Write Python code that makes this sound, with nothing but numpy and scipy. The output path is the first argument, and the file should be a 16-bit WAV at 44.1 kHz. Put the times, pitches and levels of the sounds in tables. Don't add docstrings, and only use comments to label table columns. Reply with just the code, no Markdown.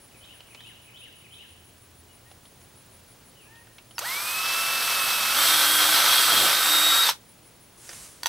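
import sys
import numpy as np
from scipy import signal
from scipy.fft import rfft, irfft, next_fast_len
from scipy.io import wavfile
from scipy.ndimage import uniform_filter1d, map_coordinates

SR = 44100
rng = np.random.default_rng(int(sys.argv[2]) if len(sys.argv) > 2 else 0)


def wav_record(signal):
    frames = np.transpose(np.atleast_2d(signal))
    bounded = np.clip(frames, -1, 1)
    quanta = np.round(bounded * 32767).astype(np.int16)
    wavfile.write(sys.argv[1], SR, quanta)


N = 365148
T = np.arange(N) / SR

# (frequency [Hz], relative level [dB])
YARD_SPECTRUM = [(15, -34.5), (25, -6.5), (118, -0.5), (250, -4.5), (588, -8.5), (1720, -14.5), (3440, -16),
                 (10000, -20), (10900, -25), (15000, -21)]
# (centre [Hz], width [Hz], pulse rate [Hz], time of one pulse [s], level [dB])
KATYDID_BANDS = [(10000, 840, 6.2, 2.95, -58.5), (9430, 460, 5.3, 2.93, -69), (9990, 320, 23, 3.3, -64)]
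# (time in phrase [s], pitch [Hz], relative level [dB])
WREN_NOTES = [
    [(-.035, 3100, -6), (-.015, 2100, -11)],
    [(0, 2600, -4), (.015, 2500, -4), (.03, 1900, -8)],
    [(.065, 2980, -2), (.085, 3080, 0), (.097, 3500, -1.5), (.106, 4050, -2.5)],
    [(.14, 2470, -1), (.158, 2830, -0.5), (.17, 2930, 3)],
    [(.185, 2250, -4), (.2, 1765, -9), (.23, 1510, -12)],
]
# (time [s], level [dB])
WREN_PHRASES = [(0.144, -51), (0.507, -48), (.873, -47.5), (1.243, -48.5)]
# (time [s], peak level [dB], centre [Hz])
HANDLING_TICKS = [(.249, -42, 3080), (.404, -36, 2780), (.546, -33.5, 2510), (.605, -41, 1790),
                  (0.669, -44, 3530), (2.313, -38.5, 750), (2.453, -44, 3110), (2.613, -46.5, 6000),
                  (3.555, -46, 3100), (3.67, -47, 1500), (3.782, -38, 2470), (3.909, -39.5, 3080),
                  (7.891, -28.5, 4860), (7.912, -34, 1584), (7.93, -34.5, 5870)]
# (time [s], nominal pitch [Hz], level [dB])
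WHISTLES = [
    [(2.08, 3010, -63), (2.2, 2900, -75)],
    [(3.35, 3150, -60), (3.39, 2940, -60)],
    [(3.4, 2890, -56), (3.44, 2440, -59)],
    [(3.44, 2300, -60), (3.49, 2820, -68)],
]
# (time [s], length [s], nominal first pitch [Hz], nominal last pitch [Hz], level [dB])
FAR_CALLS = [(2.241, .07, 907, 970, -60), (3.451, 0.18, 833, 960, -53.5)]
# (time [s], nominal pitch [Hz], level [dB])
SPRING_SQUEAK = [(3.95, 5750, -55), (3.965, 5390, -49), (3.98, 5270, -48.5)]
# (time [s], peak level [dB], brightness [dB/octave])
HOUSING_HITS = [(3.9813, -17.5, -2), (3.99, -16, 5), (7.09, -8.5, -5.5), (7.096, -13, 0), (8.232, -16.5, 0),
                (8.243, -29, -2.5), (8.2581, -6.5, -2.5), (8.263, -16.5, 7), (8.2681, -15, -0.5)]
# (frequency [Hz], relative level [dB], 60 dB decay time [s])
HOUSING_MODES = [(940, 0.5, 0.021), (1440, -2.5, 0.03), (1870, 1.5, 0.019), (2730, 3, 0.013),
                 (3350, 5.5, 0.017), (3880, 0, 0.024), (4540, 6.5, 0.0162), (6000, 8, 0.011),
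                 (9930, -11, 0.0059), (12230, 4, 0.011)]
# (time [s], speed gained [Hz], share in a straight ramp [0-1], ramp [s], lag of the rest [s])
TRIGGER_PULLS = [(3.977, 222.9, .5, .082, .155), (5.33, 92.05, .55, .055, .06)]
# (time [s], speed lost [Hz])
LOAD_SAG = [(4.62, 0), (5.0, 6), (5.33, 7), (5.78, 5.5), (6.1, 8.5), (6.31, 12.5), (6.45, 10.5), (6.65, 5),
            (7.0, 0)]
MOTOR_ORDERS = [1, 12, 15]
# (time [s], hum [dB], commutator [dB], companion [dB])
MOTOR_LEVELS = [(4.0, -61, -31.5, -57), (5.33, -56.5, -31, -44), (5.345, -54, -38, -48),
                (5.375, -50.5, -29, -44), (5.44, -52, -35, -42), (5.5, -48, -31, -45),
                (5.9, -46.5, -33, -53), (6.16, -52, -31, -39),(6.26, -51, -35, -33),
                (6.58, -59, -31.5, -53), (6.72, -45, -25, -50),
                (6.86, -46.5, -22, -39),(7.02, -63, -25, -33.5)]
GEAR_ORDERS = [4.27, 5, 6, 10.5, 10.88, 13.38, 24, 25, 26, 30, 34, 35, 40, 45, 46, 47, 61]
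# (part trigger [dB], cutting steel [dB], running free [dB])
GEAR_LEVELS = [(-54, -40, -35), (-44, -35, -39), (-41, -48, -43), (-52, -33, -61), (-57, -32, -45),
               (-50.5, -35, -60), (-49, -47, -39), (-49, -41, -39), (-49, -40, -44), (-58, -42, -47),
               (-52, -44, -44), (-60, -38.5, -43), (-64, -40.5, -44), (-58, -43, -47), (-41, -45, -48),
               (-60, -46, -46), (-47, -70, -70)]
LOOSE_ORDERS = [4.27, 10.88, 13.38]
# (time [s], gear rattle [dB], brush hiss [dB])
RUNNING_LEVELS = [(3.999, -41, -47.5), (4.07, -34.5, -34.5), (4.55, -29, -33), (5.33, -25.5, -29),
                  (5.39, -23, -25), (6.32, -21.5, -26), (6.45, -22, -26), (7.06, -24.5, -27.5),
                  (7.1, -22, -28)]
# (frequency [Hz], relative level [dB])
GEAR_SPECTRUM = [(180, -31), (300, -22.5), (588, -10), (802, -7.5), (1340, -1.5), (1750, -5), (2880, -5.5),
                 (3300, -2.5), (4090, -3), (5970, -8), (6830, -13.5), (7500, -15.5), (9750, -37),
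                 (16500, -120)]
# (frequency [Hz], relative level [dB])
BRUSH_SPECTRUM = [(3530, -18.5), (6000, -5.5), (7200, -13), (7960, 3), (9320, -3), (10100, 0.5),
                  (11400, -3.5), (13100, 2), (14900, -4), (16200, -32)]
# (frequency [Hz], relative level [dB])
BOARD_SPECTRUM = [(60, -27), (110, -3), (200, -4.5), (450, -2), (800, 2), (1500, -17)]
# (frequency [Hz], relative level [dB])
SKIN_SPECTRUM = [(600, -8), (4000, -6), (6500, -2.5), (9500, 0.5), (11500, -7.5), (15000, -18)]

MOTOR_ON_S, FULL_TRIGGER_S, THROUGH_S = RUNNING_LEVELS[0][0], 5.37, 6.55
RELEASE_S, BRAKE_S = 7.035, 7.09
DRILL_PAN_DB = [[-.6], [.6]]


def undb(db):
    return 10 ** (np.asarray(db) / 20)


def unit(x):
    return x / np.sqrt(np.mean(x ** 2))


def butter(x, order, hz, kind):
    return signal.sosfilt(signal.butter(order, hz, kind, fs=SR, output="sos"), x)


def band(x, hz, width):
    return unit(butter(x, 2, [hz - width / 2, hz + width / 2], "band"))


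def colour(x, points):
    hz, db = np.transpose(points)
    size = next_fast_len(N)
    log_hz = np.log(np.arange(size // 2 + 1) * SR / size + 1)
    return unit(irfft(rfft(x, size) * undb(np.interp(log_hz, np.log(hz), db)), size)[:N])


def walk(rate):
    k = int(SR / rate)
    steps = np.repeat(rng.standard_normal(N // k + 1), k)
    return 1.35 * uniform_filter1d(uniform_filter1d(steps, k), k)[:N]


def grit(spread_db):
    return rng.standard_normal(N) * undb(spread_db * rng.exponential(size=N))


def swell(start, attack, hold, release):
    return np.interp(T, np.cumsum([start, attack, hold, release]), [0, 1, 1, 0])


def echo(x, t60, edge_hz, kind, order):
    t = T[:int(t60 * SR)]
    tail = rng.standard_normal((2, len(t))) * np.exp(-np.log(1000) * t / t60) * (t > .004)
    tail = butter(tail, order, edge_hz, kind)
    return signal.fftconvolve(x[None], tail / np.sqrt(np.sum(tail[0] ** 2)), axes=1)[:, :N]


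def add_note(out, rows, partials, start=0., db=0., tuning=0.98):
    s, hz, row_db = np.transpose(rows)
    i, j = int((s[0] + start) * SR), int((s[-1] + start) * SR)
    t = T[i:j] - start
    phase = 2 * np.pi * tuning * np.cumsum(np.interp(t, s, hz)) / SR
    fade = np.clip(np.minimum(t - s[0], s[-1] - t) / 0.0013, 0, 1)
    gain = fade * undb(db + np.interp(t, s, row_db))
    out[i:j] += gain * sum(g * np.sin((k + 1) * phase) for k, g in enumerate(partials))


def yard():
    mid, side = (colour(rng.standard_normal(N), YARD_SPECTRUM) for _ in range(2))
    side = butter(side, 1, 150, "high") * np.array([[0.43], [-0.43]])
    air = (mid + side) * undb(-55 + .7 * walk(1.5))
    hum = undb(-65.5 + 1.5 * walk(1.73)) * band(rng.standard_normal(N), hz=116.8, width=8.4)
    return air + hum


def camcorder_whine(hz=15734, db=-65.5):
    return np.sqrt(2) * undb(db) * np.sin(2 * np.pi * hz * T)


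def katydids():
    out = 0
    for hz, width, rate, at, db in KATYDID_BANDS:
        cycles = rate * (T - at) + 0.027 * walk(1.5)
        pulse = np.clip(0.12 + np.cos(2 * np.pi * cycles), .25, 1)
        pan = 1 + 0.21 * rng.standard_normal() * np.array([[1], [-1]])
        out += undb(db + 0.96 * walk(1.9)) * pulse * band(grit(2.0), hz, width) * pan
    return out


def wren():
    out = np.zeros(N)
    for start, db in WREN_PHRASES:
        for note in WREN_NOTES:
            add_note(out, note, [1], start, db, tuning=1 + 0.0095 * rng.standard_normal())
    return out


def handling():
    out, t = np.zeros(N), T[:SR // 20]
    for s, db, hz in HANDLING_TICKS:
        burst = rng.standard_normal(len(t)) * np.exp(-t / 0.0064) * np.minimum(t / 0.0011, 1)
        hit = band(burst, hz, 0.34 * hz) + 1.3 * band(burst, 2310, 3700)
        i = int(s * SR)
        out[i:i + len(t)] += undb(db) * hit / abs(hit).max()
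    return out


def far_engine():
    gain = undb(-61) * swell(start=0.56, attack=0.71, hold=1.1, release=1)
    return gain * band(rng.standard_normal(N), hz=83, width=6.6)


def second_bird():
    out = np.zeros(N)
    for note in WHISTLES:
        add_note(out, note, [1])
    return out


def far_animal():
    out = np.zeros(N)
    for s, length, first_hz, last_hz, db in FAR_CALLS:
        crest = (0.42 * length, .25 * first_hz + .75 * last_hz, 0)
        add_note(out, [(0, first_hz, -11), crest, (length, last_hz, -4)], [.55, 1, .15], s, db)
    return out


def trigger_spring():
    out = np.zeros(N)
    add_note(out, SPRING_SQUEAK, [1, .5])
    return out


def clacks():
    out, t = np.zeros(N + SR), T[:SR // 8]
    for s, db, tilt_db in HOUSING_HITS:
        ring = 0
        for hz, mode_db, t60 in HOUSING_MODES:
            gain = undb(mode_db + tilt_db * np.log2(hz / 2000) + 3.0 * rng.standard_normal())
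            ring += gain * np.exp(-np.log(1000) * t / t60) * np.sin(2 * np.pi * (hz * t + rng.random()))
        crack = band(rng.standard_normal(len(t)), 6150, 11100) * np.exp(-t / 0.006)
        hit = (ring / abs(ring).max() + undb(-17 + 2 * tilt_db) * crack) * np.minimum(t / 0.0013, 1)
        i = int(s * SR)
        out[i:i + len(t)] += undb(db) * hit / abs(hit).max()
    return out[:N]


def shaft_speed(coast_hz_per_s=330):
    hz = -np.interp(T, *np.transpose(LOAD_SAG)) - coast_hz_per_s * np.clip(T - RELEASE_S, 0, .2)
    for s, gain_hz, share, ramp_s, lag_s in TRIGGER_PULLS:
        t = np.maximum(T - s, 0)
        hz += gain_hz * (share * np.minimum(t / ramp_s, 1) + (1 - share) * (1 - np.exp(-t / lag_s)))
    return np.maximum(hz, 1)


def drill_whine(hz, turns, spin_db_per_octave=3, coast_db_per_s=116):
    run = slice(int(MOTOR_ON_S * SR), int(BRAKE_S * SR))
    t, hz = T[run], hz[run]
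    angle = 2 * np.pi * (turns + .0005 * walk(45))[run]
    speed_change = np.clip(abs(uniform_filter1d(np.gradient(np.log(hz)), size=1000)) * SR, 0, 3)
    s, *levels = np.transpose(MOTOR_LEVELS)
    tones = sum(undb(np.interp(t, s, db) + 1.35 * walk(25)[run]) * np.sin(order * angle)
                for order, db in zip(MOTOR_ORDERS, levels))
    stage_s = [FULL_TRIGGER_S - .03, FULL_TRIGGER_S + 0.027, THROUGH_S - .08, THROUGH_S + 0.051]
    low_gear, commutator = GEAR_ORDERS[1], MOTOR_ORDERS[1]
    for order, (slow, cutting, free) in zip(GEAR_ORDERS, GEAR_LEVELS):
        loose = order in LOOSE_ORDERS
        db = np.interp(t, stage_s, [slow, cutting, cutting, free])
        db += speed_change * (order == low_gear)
        db -= speed_change * (9 if loose else 0.4 * order * (order > commutator))
        flutter = walk(110) if loose else undb(2.0 * walk(10))
        tones += undb(db) * flutter[run] * np.sin(order * angle)
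    spin_db = spin_db_per_octave * np.log2(np.minimum(hz / TRIGGER_PULLS[0][1], 1))
    coast_db = coast_db_per_s * np.maximum(t - RELEASE_S, 0)
    onset = np.clip((t - t[0]) / 0.55, .6, 1) * np.minimum((t - t[0]) / .018, 1) ** 2
    out = np.zeros(N)
    out[run] = np.sqrt(2) * tones * undb(spin_db - coast_db) * onset
    return out


def gear_rattle(turns, flaws, db):
    throb = 1 + 0.12 * np.sin(2 * np.pi * (turns / 5.3 + 0.33 * walk(7)))
    rattle = colour(grit(1.8) * throb + .12 * flaws, GEAR_SPECTRUM) * undb(db + 0.68 * walk(25))
    case_ring = band(band(grit(3.3), hz=1340, width=340), hz=1340, width=340)
    return rattle + case_ring * throb * undb(db - 13 + 2.2 * walk(45))


def brush_hiss(turns, flaws, db):
    arcs = 1 + 0.135 * np.sin(2 * np.pi * turns)
    return colour(grit(0.85) * arcs + .5 * flaws, BRUSH_SPECTRUM) * undb(db + .7 * walk(12))


def board_rumble(gear_db, lift_db_per_s=8):
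    rumble = undb(gear_db - 22.5 - lift_db_per_s * np.maximum(T - THROUGH_S, 0))
    judder = undb(-37.5) * swell(start=6.29, attack=.04, hold=.11, release=.1)
    return colour(grit(1.55), BOARD_SPECTRUM) * (rumble + judder) * undb(2.2 * walk(12))


def drill(brake_db_per_s=650):
    s, *levels = np.transpose(RUNNING_LEVELS)
    gear_db, brush_db = (np.interp(T, s, db) - brake_db_per_s * np.maximum(T - s[-1], 0) for db in levels)
    hz = shaft_speed()
    turns = np.cumsum(hz) / SR
    wear = np.clip(2.14 * (T - MOTOR_ON_S), 0, 7)
    flaws = map_coordinates(rng.standard_normal((8, 256)), [wear, turns % 1 * 255], order=1)
    body = gear_rattle(turns, flaws, gear_db) + brush_hiss(turns, flaws, brush_db)
    board = board_rumble(gear_db) * undb([[-2.2], [2.2]])
    body += drill_whine(hz, turns)
    low_side = butter(body, 2, 513, "low") * np.array([[-0.29], [0.29]])
    onset = np.clip((T - MOTOR_ON_S) / 0.0099, 0, 1)
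    return onset * (body * undb(DRILL_PAN_DB) + low_side + board)


def scene():
    near = drill() + (clacks() + handling() + trigger_spring() + chip_sweep()) * undb(DRILL_PAN_DB)
    sheds = undb(-14) * echo(near.mean(axis=0), t60=.15, edge_hz=11300, kind="low", order=4)
    birds, calls = wren() + second_bird(), far_animal()
    far = (birds + calls) * undb([[0.5], [-3.5]])
    trees = undb(6.5) * echo(birds + undb(-4) * calls, t60=1.1, edge_hz=2700, kind="high", order=2)
    return near + sheds + far + trees + katydids() + yard() + far_engine() + camcorder_whine()


def chip_sweep(start=7.75, attack=0.13, hold=.15, fade_db_per_s=65):
    rise = np.clip((T - start) / attack, 0, 1)
    fade_db = fade_db_per_s * np.maximum(T - start - attack - hold, 0)
    return rise * undb(-46 - fade_db + 1.1 * walk(30)) * colour(grit(1.2), SKIN_SPECTRUM)


def record(dry):
    return signal.sosfilt(signal.ellip(14, .2, 100, 15900, fs=SR, output="sos"), dry)


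dry = scene()
out = record(dry)
wav_record(out)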